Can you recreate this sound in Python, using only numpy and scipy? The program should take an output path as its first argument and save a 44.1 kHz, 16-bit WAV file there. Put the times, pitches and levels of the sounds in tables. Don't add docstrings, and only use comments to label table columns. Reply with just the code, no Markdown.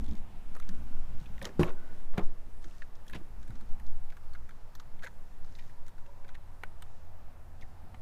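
import sys
import numpy as np
from scipy import signal
from scipy.io import wavfile
from scipy.ndimage import uniform_filter1d

SR = 44100
rng = np.random.default_rng(int(sys.argv[2]) if len(sys.argv) > 2 else 0)


def gain_from_db(level_db):
    decades = np.asarray(level_db, float) / 20
    return 10 ** decades


def wrap_up_sound(samples):
    columns = np.atleast_2d(samples).T
    tamed = np.clip(columns, -1, 1)
    steps = np.round(tamed * 32767).astype(np.int16)
    wavfile.write(sys.argv[1], SR, steps)


N = 353373


def rms_one(x):
    return x / np.sqrt(np.mean(x ** 2) + 1e-20)


def peak_one(x):
    return x / np.abs(x).max(axis=1, keepdims=True)


def in_time(rows):
    s, *columns = np.transpose(rows)
    return [np.interp(np.arange(N) / SR, s, c) for c in columns]


def drift(rate):
    r = np.exp(-80 * np.pi * rate / SR)
    white = rng.standard_normal(N // 40 + 2002)
    slow = signal.lfilter([1], [1, -2 * r, r * r], white)[2000:]
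    return np.interp(np.arange(N) / 40, np.arange(len(slow)), rms_one(slow))


def band(x, low_hz, high_hz):
    return signal.sosfilt(signal.butter(2, [low_hz, high_hz], "band", fs=SR, output="sos"), x)


def resonate(x, hz, width_hz):
    r = np.exp(-np.pi * width_hz / SR)
    poles = [1, -2 * r * np.cos(2 * np.pi * hz / SR), r * r]
    return signal.lfilter([(1 - r * r) / 2, 0, (r * r - 1) / 2], poles, x)


def coloured(white, spectrum, patchy_db):
    hz, db = np.transpose(spectrum)
    edges = np.append(30 * 2 ** np.arange(0, 9.1, .5), 19000)
    out = 0
    for k, (low, high) in enumerate(zip(edges, edges[1:])):
        level_db = np.interp(np.log(low * high) / 2, np.log(hz), db)
        out = out + gain_from_db(level_db + patchy_db * drift(2.5)) * band(white[k % 2], low, high)
    return rms_one(out)


def bouts(rows, rise, fall):
    t, out = np.arange(N) / SR, 0
    for s, hold, *db in rows:
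        shape_db = np.minimum(np.minimum(rise * (t - s), fall * (s + hold - t)), 0)
        out = np.maximum(out, gain_from_db(np.array(db)[:, None] + np.maximum(shape_db, -150)))
    return out


def slip_bursts(t60s, length):
    age = np.arange(length) / SR
    draws = rng.standard_normal((len(t60s), 2, length))
    decay = gain_from_db(-60 * age / np.clip(t60s, .004, .3)[:, None]) * (1 - np.exp(-age / .0002))
    draws[:, :, 8] = 2.2
    return draws[:, 0] * gain_from_db(5 * draws[:, 1]) * decay


def lay(times, shapes):
    out = np.zeros(N + shapes.shape[1])
    for s, shape in zip(times, shapes):
        out[round(s * SR):][:len(shape)] += shape
    return out[:N]


def ticks(rows, t60, width=0.19, above=0.26):
    # frequency in Hz, width in Hz.
    upper_modes = [
        [(3000, 1200), (4000, 1500), (5200, 1700), (6500, 1900)],
        [(8200, 2000), (10500, 2500), (13500, 3500)],
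    ]
    bright_fade = 250
    s, note_db, hz, mid_db, top_db = np.transpose(rows)
    slips = slip_bursts(np.full(len(s), t60), length=2500)
    note = []
    for x, f in zip(slips, hz):
        pair = resonate(x, f, width * f) + above * resonate(x, 1.4 * f, 400)
        note.append(resonate(pair, 1.1 * f, 1100))
    shapes = gain_from_db(note_db)[:, None] * peak_one(np.array(note))
    slips = slips * gain_from_db(-bright_fade * np.arange(slips.shape[1]) / SR)
    for group, db in zip(upper_modes, (mid_db, top_db)):
        weaker_db = 1.5 * np.arange(len(group))
        strengths = gain_from_db(2.5 * rng.standard_normal((len(s), len(group))) - weaker_db)
        rung = 0
        for k, (f, w) in enumerate(group):
            rung = rung + (-1) ** k * strengths[:, [k]] * resonate(resonate(slips, f, w), f, 2 * w)
        shapes += gain_from_db(db)[:, None] * peak_one(rung)
    return lay(s, shapes)


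def knocks(rows):
    s, db, hz, t60 = np.transpose(rows)
    bursts = slip_bursts(t60, length=8000)
    thuds = [resonate(resonate(x, f, .5 * f), f, 0.6 * f) for x, f in zip(bursts, hz)]
    return lay(s, gain_from_db(db)[:, None] * peak_one(np.array(thuds)))


def panel(blows, modes):
    force = np.full(N, 1e-18)
    age = np.arange(1000) / SR
    for k, (s, db, cut_hz) in enumerate(blows):
        push = age * np.exp(-2 * np.pi * cut_hz * age)
        force[round(s * SR):][:1000] += (-1) ** k * gain_from_db(db) * push / push.sum()
    out = 0
    for hz, db, t60 in modes:
        r, w = gain_from_db(-60 / (t60 * SR)), 2 * np.pi * hz / SR
        out = out + signal.lfilter([0, gain_from_db(db) * np.sin(w)], [1, -2 * r * np.cos(w), r * r], force)
    return out


def wind_pressure():
    # time in seconds, level in dB.
    air_level = [(0, -21.5), (.5, -20.5), (.76, -18), (1.16, -15), (1.47, -36.5), (1.67, -19.5),
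                 (1.96, -26), (2.07, -12.5), (2.32, -15.5), (2.5, -24), (3.34, -26.5), (3.88, -15),
                 (4.17, -27), (6.2, -26), (6.45, -23.5), (7.07, -31), (8.01, -31.5)]
    white = rng.standard_normal(N + SR)
    pressure = rms_one(band(band(white, 2.5, 11), 1.5, 14)[SR:])
    pressure /= np.sqrt(uniform_filter1d(pressure ** 2, size=SR // 4) + 3.2)
    return gain_from_db(in_time(air_level)[0]) * pressure


def grip():
    # start in seconds, hold in seconds, buffet level in dB, rub level in dB.
    hand_moves = [(0, 0.15, -36.5, -45.5), (.25, 0.38, -60, -66.5), (.72, 0.02, -57, -52),
                  (.78, 0.03, -43, -54), (.95, 0.49, -46.5, -63), (1.42, 0.1, -62, -58),
                  (1.6, 0.096, -53, -48), (1.82, 0.12, -72, -60), (2.15, 0.13, -68, -61.5),
                  (2.65, .25, -79, -90), (3.144, 0.03, -50, -56.5), (3.32, 0.62, -48.5, -66.5),
                  (3.496, 0.049, -47, -57), (4.3, 0.13, -52.5, -92), (7.2, .9, -63, -73)]
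    still_hand_db = np.array([[-60], [-73]])
    buffeting, rubbing = bouts(hand_moves, rise=260, fall=234) + gain_from_db(still_hand_db)
    white = rng.standard_normal((2, N + SR))
    buffet = rms_one(band(band(white[0], 26, 68.0), 40.7, 67.0)[SR:])
    buffet /= np.sqrt(uniform_filter1d(buffet ** 2, size=SR // 10) + 0.44)
    hollow = resonate(white[1], 204.7, 90) + 0.31 * white[1]
    rub = rms_one(band(hollow, 106, 284)[SR:]) * gain_from_db(2.8 * drift(18))
    return buffeting * buffet + rubbing * rub


def sleeve_rustle():
    # start in seconds, hold in seconds, level in dB.
    brushes = [
        (0, 0.13, -82),
        (1.2, 0.023, -68.5),
        (2.62, 0.19, -71),
        (3.4, 0.3, -77),
        (5.44, 0.26, -73.5),
    ]
    fibres = rms_one(band(rng.standard_normal(N) * gain_from_db(4 * drift(300)), 2600, 7000))
    return fibres * bouts(brushes, rise=930, fall=180)[0]


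def surroundings():
    # time in seconds, frequency in Hz, level in dB.
    engine = [(0, 85.2, -65), (5, 86.6, -73.5), (6.5, 85.1, -62.5), (8.01, 86.7, -59)]
    # time in seconds, level in dB.
    sheen = [(0, -73.5), (1.3, -72.5), (2.0, -79.5), (3.0, -84), (4.0, -84), (8.01, -88.5)]
    # frequency in Hz, level in dB per Hz.
    far_spectrum = [(18, -30), (30, -4.5), (41, -9.5), (59, -16.5), (98, -17), (134, -23), (238, -33),
                    (309, -33.5), (800, -31.5), (2950, -49), (13200, -56), (15800, -56)]
    around_db, mirror_share = -54, 0.18
    hz, idle_db = in_time(engine)
    sheen_db, = in_time(sheen)
    phase = 2 * np.pi * np.cumsum(hz + 1.6 * drift(3.04)) / SR
    hum = np.sin(phase) * gain_from_db(idle_db + 5.5 + drift(4.8))
    mirrored = gain_from_db(sheen_db) * rms_one(band(rng.standard_normal(N), 1890, 3170))
    level_db = around_db + mirror_share * (sheen_db - sheen_db.mean())
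    far = coloured(rng.standard_normal((2, N)), far_spectrum, patchy_db=1.1)
    return gain_from_db(level_db) * far + hum + mirrored


def fine_slips():
    # time in seconds, housing level in dB, housing note in Hz, mid level in dB, top level in dB.
    small_slips = [(.008, -64, 1900, -55, -66), (.0418, -60, 1450, -51, -58), (.054, -64, 2000, -62, -59),
                   (.0623, -60, 2000, -52, -56), (.081, -62, 2000, -51, -62), (.0877, -67, 2400, -51, -59),
                   (.094, -60, 2400, -57, -63), (.1106, -59, 2200, -50.5, -60), (.123, -64, 2400, -54, -63),
                   (.133, -62, 2400, -53, -66), (.1526, -59, 2200, -52, -60), (.167, -60, 2400, -55, -63),
                   (.178, -58, 2000, -55, -63), (1.6325, -32.5, 2400, -58, -58),
                   (5.0235, -45, 1600, -54, -62), (5.0298, -43, 1500, -59, -58),
                   (5.034, -43, 1620, -50, -56), (5.0375, -40, 1610, -46, -58),
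                   (5.0405, -43, 1600, -50, -60), (5.0443, -37.5, 1610, -54, -55),
                   (5.049, -43, 1960, -52, -60), (5.053, -47, 1920, -51, -60),
                   (5.0615, -50, 1540, -60, -62), (5.0637, -39, 1570, -54, -62),
                   (5.0702, -36, 1580, -46, -58), (5.075, -45, 1410, -54, -59),
                   (5.082, -50, 1750, -60, -68), (5.6236, -54, 1810, -57, -70), (5.64, -64, 1800, -61, -70),
                   (5.892, -62, 1800, -54, -62), (6.063, -60, 2600, -62, -72),
                   (7.6205, -55, 2280, -57, -64), (7.629, -50, 1880, -57, -68)]
    return ticks(small_slips, t60=0.02, width=0.13, above=0.081)


def snaps():
    # time in seconds, housing level in dB, housing note in Hz, mid level in dB, top level in dB.
    hard_snaps = [
        (.5507, -45.5, 1310, -49, -52),
        (.5996, -42.5, 1350, -47.5, -48),
        (.6905, -49, 1670, -40, -50),
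        (1.4152, -36, 1800, -62, -64),
        (1.4528, -36, 1800, -29, -41),
        (1.618, -42, 1200, -55, -50),
        (1.6312, -32, 1780, -63, -39),
        (5.0442, -49, 1500, -52, -44),
        (6.6352, -34, 1500, -50, -46),
        (6.0595, -54, 1340, -65, -72),
    ]
    return ticks(hard_snaps, t60=0.016)


def dull_knocks():
    # time in seconds, peak in dB, frequency in Hz, t60 in seconds.
    thud_list = [(.556, -45, 500, 0.058), (.688, -44, 190, 0.08), (1.415, -53, 587, 0.031),
                 (1.461, -42, 440, 0.099), (1.02, -57, 300, 0.1), (1.208, -43, 150, 0.082),
                 (1.632, -27, 2200, 0.0086), (2.648, -50.5, 277, 0.17), (2.659, -46, 135, 0.054),
                 (3.16, -44, 308, 0.08), (3.149, -39.5, 141, 0.19), (3.497, -38.5, 109, 0.056),
                 (5.032, -49, 990, 0.066), (5.033, -47, 530, 0.12), (2.198, -39, 400, 0.071),
                 (6.246, -51, 420, 0.02), (6.634, -44, 928, 0.015), (6.634, -43, 480, 0.012),
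                 (6.635, -42, 2020, 0.063), (7.943, -45.5, 860, 0.027)]
    return knocks(thud_list)


def step_ticks():
    # time in seconds, housing level in dB, housing note in Hz, mid level in dB, top level in dB.
    step_slips = [(.6935, -47.5, 1670, -55, -58), (.5644, -41.5, 1230, -59, -50),
                  (.746, -58, 1500, -58, -61), (.6237, -51, 2300, -64, -65), (3.128, -50, 2140, -54, -55),
                  (1.2585, -50, 2480, -61, -69), (2.642, -47.5, 1510, -49, -63),
                  (2.7103, -60, 2710, -60, -72), (2.82, -36.5, 1690, -60, -72),
                  (2.9532, -71, 1760, -52, -70), (3.0654, -55, 1680, -61, -59),
                  (3.0799, -64, 1970, -46.5, -53), (3.0965, -44, 1770, -56, -52),
                  (3.1084, -53, 1660, -60, -56), (3.1335, -42, 2600, -49, -59),
                  (3.429, -56, 1500, -53.5, -78), (3.477, -55, 1650, -57, -56.5),
                  (3.505, -51, 1380, -58, -59), (3.5543, -55, 1340, -52.5, -73),
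                  (3.6097, -52, 1380, -56, -58), (3.798, -51, 1750, -66, -56),
                  (3.865, -66, 1540, -50.5, -69), (4.1018, -55, 2280, -53, -63),
                  (4.1223, -50.5, 1510, -59, -72)]
    return ticks(step_slips, t60=.036)


def rings():
    # time in seconds, level in dB, frequency in Hz, t60 in seconds.
    free_modes = [(1.416, -39, 540, 0.095), (1.594, -29, 430, .05), (1.649, -35, 360, .2),
                  (1.695, -44.5, 373, 0.23), (1.664, -43, 1090, 0.17), (1.68, -37, 150, 0.068),
                  (2.215, -47, 347, .25), (3.134, -49, 557, 0.054), (3.134, -44, 1030, 0.045),
                  (5.047, -49, 530, .06), (5.055, -58, 910, .05), (5.066, -50, 960, .08),
                  (5.062, -43, 2030, .04), (1.608, -28, 345, .11), (2.2035, -28, 190, .07),
                  (2.176, -36, 720, .05), (1.6318, -36, 900, .03), (1.6322, -34, 2650, .02),
                  (6.6345, -30, 800, .013), (6.6348, -33, 1900, .02), (6.6375, -39, 1500, .03),
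                  (6.8225, -47, 8350, .02), (6.824, -50, 960, .03), (6.8222, -52, 1800, .02),
                  (5.587, -63, 5300, .06), (5.586, -56, 2400, .08), (5.591, -55, 1900, .06),
                  (4.334, -55, 4300, .025), (4.3385, -54, 4300, .025), (7.6235, -46, 2100, .025),
                  (6.3465, -50, 1700, .02), (6.246, -53, 1050, .03), (3.149, -36, 260, .025),
                  (.69, -36, 195, .15), (3.1345, -39, 1700, .035)]
    s, db, hz, t60 = np.transpose(free_modes)[:, :, None]
    age = np.arange(12000) / SR
    swell = 1 - np.exp(-age * hz)
    return lay(s[:, 0], gain_from_db(db - 60 * age / t60) * swell * np.sin(2 * np.pi * hz * age))


def glints():
    # time in seconds, peak in dB, frequency in Hz, t60 in seconds.
    click_edges = [(0.6913, -43, 6000, 0.014), (1.4527, -35, 4500, 0.012), (1.457, -45, 1050, .05),
                   (1.47, -47, 750, .05), (1.597, -35, 780, .06), (1.615, -32, 840, .05),
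                   (2.19, -37, 297, 0.13), (2.226, -50, 270, .1), (3.146, -49, 3380, 0.05),
                   (3.153, -43, 2600, 0.057), (3.158, -51, 3800, .03), (3.15, -44, 1050, .03),
                   (5.031, -49, 3420, .06), (5.045, -53, 5200, .04), (5.069, -54, 3500, .03),
                   (6.65, -56, 620, .08), (6.636, -51, 1780, 0.033), (6.823, -46, 3000, 0.023)]
    return knocks(click_edges)


def palm_bumps():
    # time in seconds, peak in dB, frequency in Hz, t60 in seconds.
    bumps = [(.725, -43, 203, 0.077), (.775, -50, 210, 0.11), (.822, -46, 150, 0.055), (.86, -49, 209, .07),
             (0.901, -47, 200, .06), (.978, -51, 210, .1), (1.096, -44, 124, 0.089),
             (1.145, -44.5, 130, 0.045), (1.155, -55, 220, 0.055), (1.262, -49, 180, 0.055),
             (1.298, -43, 135, 0.089), (1.341, -52, 200, 0.047), (3.15, -52, 250, 0.028),
             (3.19, -54, 320, .08), (3.211, -47, 320, 0.053)]
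    return knocks(bumps)


def road():
    # start in seconds, hold in seconds, level in dB, frequency in Hz, width in Hz.
    passing = [
        (0.73, 0.68, -71, 1470, 160),
        (1.784, 0.14, -65, 1480, 80),
        (1.75, .3, -67, 330, 52),
        (2.22, .3, -67, 265, 140),
        (3.0, 5.0, -75, 1433, 700),
        (5.7, .8, -70, 960, 103),
        (6.05, 0.26, -68.5, 560, 12),
        (6.5, 1.7, -69, 700, 290),
        (7.6, .4, -72.5, 760, 51),
        (4.9, 0.72, -64.5, 127, 61),
    ]
    swell = 108
    white = rng.standard_normal((2, N))
    out = 0
    for k, (s, hold, db, hz, width) in enumerate(passing):
        tyres = rms_one(resonate(resonate(white[k % 2], hz, width), hz, 2 * width))
        out = out + bouts([(s, hold, db)], swell, swell)[0] * tyres
    return out


def door_ticks():
    # time in seconds, housing level in dB, housing note in Hz, mid level in dB, top level in dB.
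    linkage_slips = [(1.3793, -46.5, 1930, -53, -63), (1.3911, -59, 1290, -56, -61),
                     (1.4245, -66, 2550, -53, -42), (1.427, -58, 2460, -39.5, -45.5),
                     (1.4445, -40, 1910, -43, -53), (1.4585, -51, 1200, -56, -58),
                     (1.4896, -47, 1670, -56, -66), (1.5945, -57, 1480, -53, -54),
                     (1.61, -39, 1430, -49, -46), (1.6264, -49, 1500, -43, -59),
                     (1.656, -53, 1290, -57, -60), (1.705, -59, 1190, -61, -66),
                     (1.6425, -42, 1210, -48, -48), (1.6681, -61, 2000, -52, -56),
                     (1.678, -44, 2410, -64, -58), (1.6926, -52, 2700, -54, -57),
                     (1.7185, -70, 1340, -66, -55), (2.1395, -48, 1200, -69, -73),
                     (2.1778, -37, 1500, -44, -46), (2.1795, -33, 2050, -42, -64),
                     (2.1912, -38, 2150, -52, -62), (2.2326, -55, 1230, -53, -62)]
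    return ticks(linkage_slips, t60=.028)


def rattle():
    # start in seconds, hold in seconds, body level in dB, bright level in dB.
    chatter = [(1.416, 0.008, -47, -64), (1.455, 0.01, -47, -60), (1.595, .006, -35, -47.5),
               (1.612, 0.014, -39.5, -60), (1.632, .006, -40, -57), (1.645, 0.047, -45.5, -71),
               (2.137, 0.035, -55.5, -72), (1.76, 0.27, -64, -75.5), (2.176, 0.0053, -35.5, -59),
               (2.185, 0.012, -40.5, -67), (3.146, 0.0062, -51, -59), (3.18, 0.025, -68, -78)]
    # frequency in Hz, level in dB per Hz.
    grain_colour = [(240, -53), (400, -3), (1200, -13.5), (1590, -20.5), (2590, -26.5), (3010, -25),
                    (7440, -33), (15500, -42)]
    rise = 8000
    sizes = gain_from_db(3 * np.minimum(rng.exponential(1, (2, N)), 4)) * rng.choice([-1, 1], (2, N))
    struck = rng.random((2, N)) < 6000 / SR
    grains = coloured(sizes * struck, grain_colour, patchy_db=2)
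    body = bouts(chatter, rise, fall=330)[0]
    bright = bouts(chatter, rise, fall=380)[1]
    return body * rms_one(band(grains, 380, 2200)) - bright * rms_one(band(grains, 2200, 17000))


def frame_knocks():
    # time in seconds, peak in dB, frequency in Hz, t60 in seconds.
    after_knocks = [(1.425, -42, 209, .04), (1.444, -45, 646, .06), (1.446, -48, 1050, .04),
                    (1.458, -45.5, 208, 0.039), (1.466, -42, 420, .05), (1.49, -44, 400, .1),
                    (1.608, -36, 950, 0.039), (1.632, -28, 1050, .03), (1.645, -35, 500, 0.035),
                    (1.648, -42, 1140, .05), (1.66, -38, 350, 0.06), (1.683, -41, 1070, 0.044),
                    (1.7, -43, 366, 0.045), (1.703, -42, 1070, 0.042), (2.2, -54, 205, .04)]
    return knocks(after_knocks)


def creaks():
    # start in seconds, gap in seconds, housing level in dB, housing note in Hz, mid level in dB.
    creak_runs = [
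        (1.651, .0072, -53.5, 2400, -58),
        (3.144, .0024, -48, 2000, -57),
        (5.584, .002, -57, 2100, -58),
        (1.4555, .0025, -52, 1900, -54),
    ]
    top_db, scatter_db = -11.5, 2
    rows = []
    for s, gap, note_db, hz, mid_db in creak_runs:
        for k, (late, a, b, c, d) in enumerate(rng.standard_normal((8, 5))):
            rows.append((s + gap * (k + 0.084 * late), note_db + scatter_db * a, hz * (1 + b / 20),
                         mid_db + scatter_db * c, mid_db + top_db + scatter_db * d))
    return ticks(rows, t60=.025)


def latch():
    # time in seconds, level in dB, contact cut in Hz.
    latch_hits = [
        (1.5936, -8.2, 162),
        (1.5952, -8.6, 950),
        (1.6033, -18.5, 2300),
        (1.6088, -27, 2050),
        (1.6317, -23, 810),
        (1.6456, -30, 3900),
    ]
    # frequency in Hz, level in dB, t60 in seconds.
    thunk_modes = [(83, -15.7, .167), (158, .5, .082), (212, -17.3, .147), (290, -12.5, .1),
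                   (354, -10.5, .17), (560, -41, .08), (905, -31, .1), (1184, -34, .12)]
    return panel(latch_hits, thunk_modes)


def check_strap():
    # time in seconds, level in dB, contact cut in Hz.
    strap_hits = [
        (2.176, -70, 1500),
        (2.18, -59, 1200),
        (2.181, -26.5, 1200),
        (2.184, -36, 890),
        (2.2032, -48, 500),
    ]
    # frequency in Hz, level in dB, t60 in seconds.
    jolt_modes = [(200, 5, 0.049), (276, -24, 0.068), (326, -7, 0.15), (393, -5.5, 0.11), (694, -8, 0.05),
                  (780, -35, .1), (1050, -21, 0.093), (2070, -27, .05), (3300, -24, .04)]
    return panel(strap_hits, jolt_modes)


def grip_ticks():
    # time in seconds, housing level in dB, housing note in Hz, mid level in dB, top level in dB.
    grip_slips = [(4.1685, -47, 1420, -56, -58), (4.3333, -52, 1540, -54, -57), (4.35, -42, 1480, -60, -62),
                  (4.491, -44.5, 1380, -56, -58), (4.5083, -47, 1450, -57, -67),
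                  (4.752, -48, 1250, -43.5, -48), (4.798, -43.5, 1320, -46, -56),
                  (4.9928, -55, 2130, -58, -75), (5.445, -55, 1250, -55.5, -73),
                  (5.551, -55, 1870, -48, -74), (5.606, -58, 1920, -66, -72), (5.696, -53, 1750, -65, -72),
                  (5.8644, -58, 2000, -53, -60), (5.8806, -53, 1434, -50, -51),
                  (5.9811, -52, 1510, -61, -65), (6.2457, -52, 1550, -61, -66),
                  (6.2801, -58, 2450, -59, -61), (6.2895, -47, 1450, -53, -69),
                  (6.3455, -55, 2630, -56, -66), (6.3507, -43, 1840, -52, -60),
                  (6.2996, -61, 2470, -65, -75), (6.8217, -46.5, 1350, -50, -46),
                  (7.611, -62, 2600, -53, -64), (7.9446, -50, 1993, -58, -66)]
    return ticks(grip_slips, t60=.034)


def scene():
    around = wind_pressure() + surroundings() + road()
    hand = grip() + sleeve_rustle() + fine_slips() + snaps() + dull_knocks() + step_ticks()
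    hand = hand + glints() + palm_bumps() + creaks() + grip_ticks()
    door = rings() + door_ticks() + rattle() + frame_knocks() + latch() + check_strap()
    return (around + hand + door)[None]


def band_limit(x):
    return signal.sosfilt(signal.butter(12, 16160, fs=SR, output="sos"), x)


def record(dry):
    top_cut = signal.cheby2(12, 70, 16600, fs=SR, output="sos")
    return band_limit(signal.sosfilt(top_cut, dry))


dry = scene()
out = record(dry)
wrap_up_sound(out)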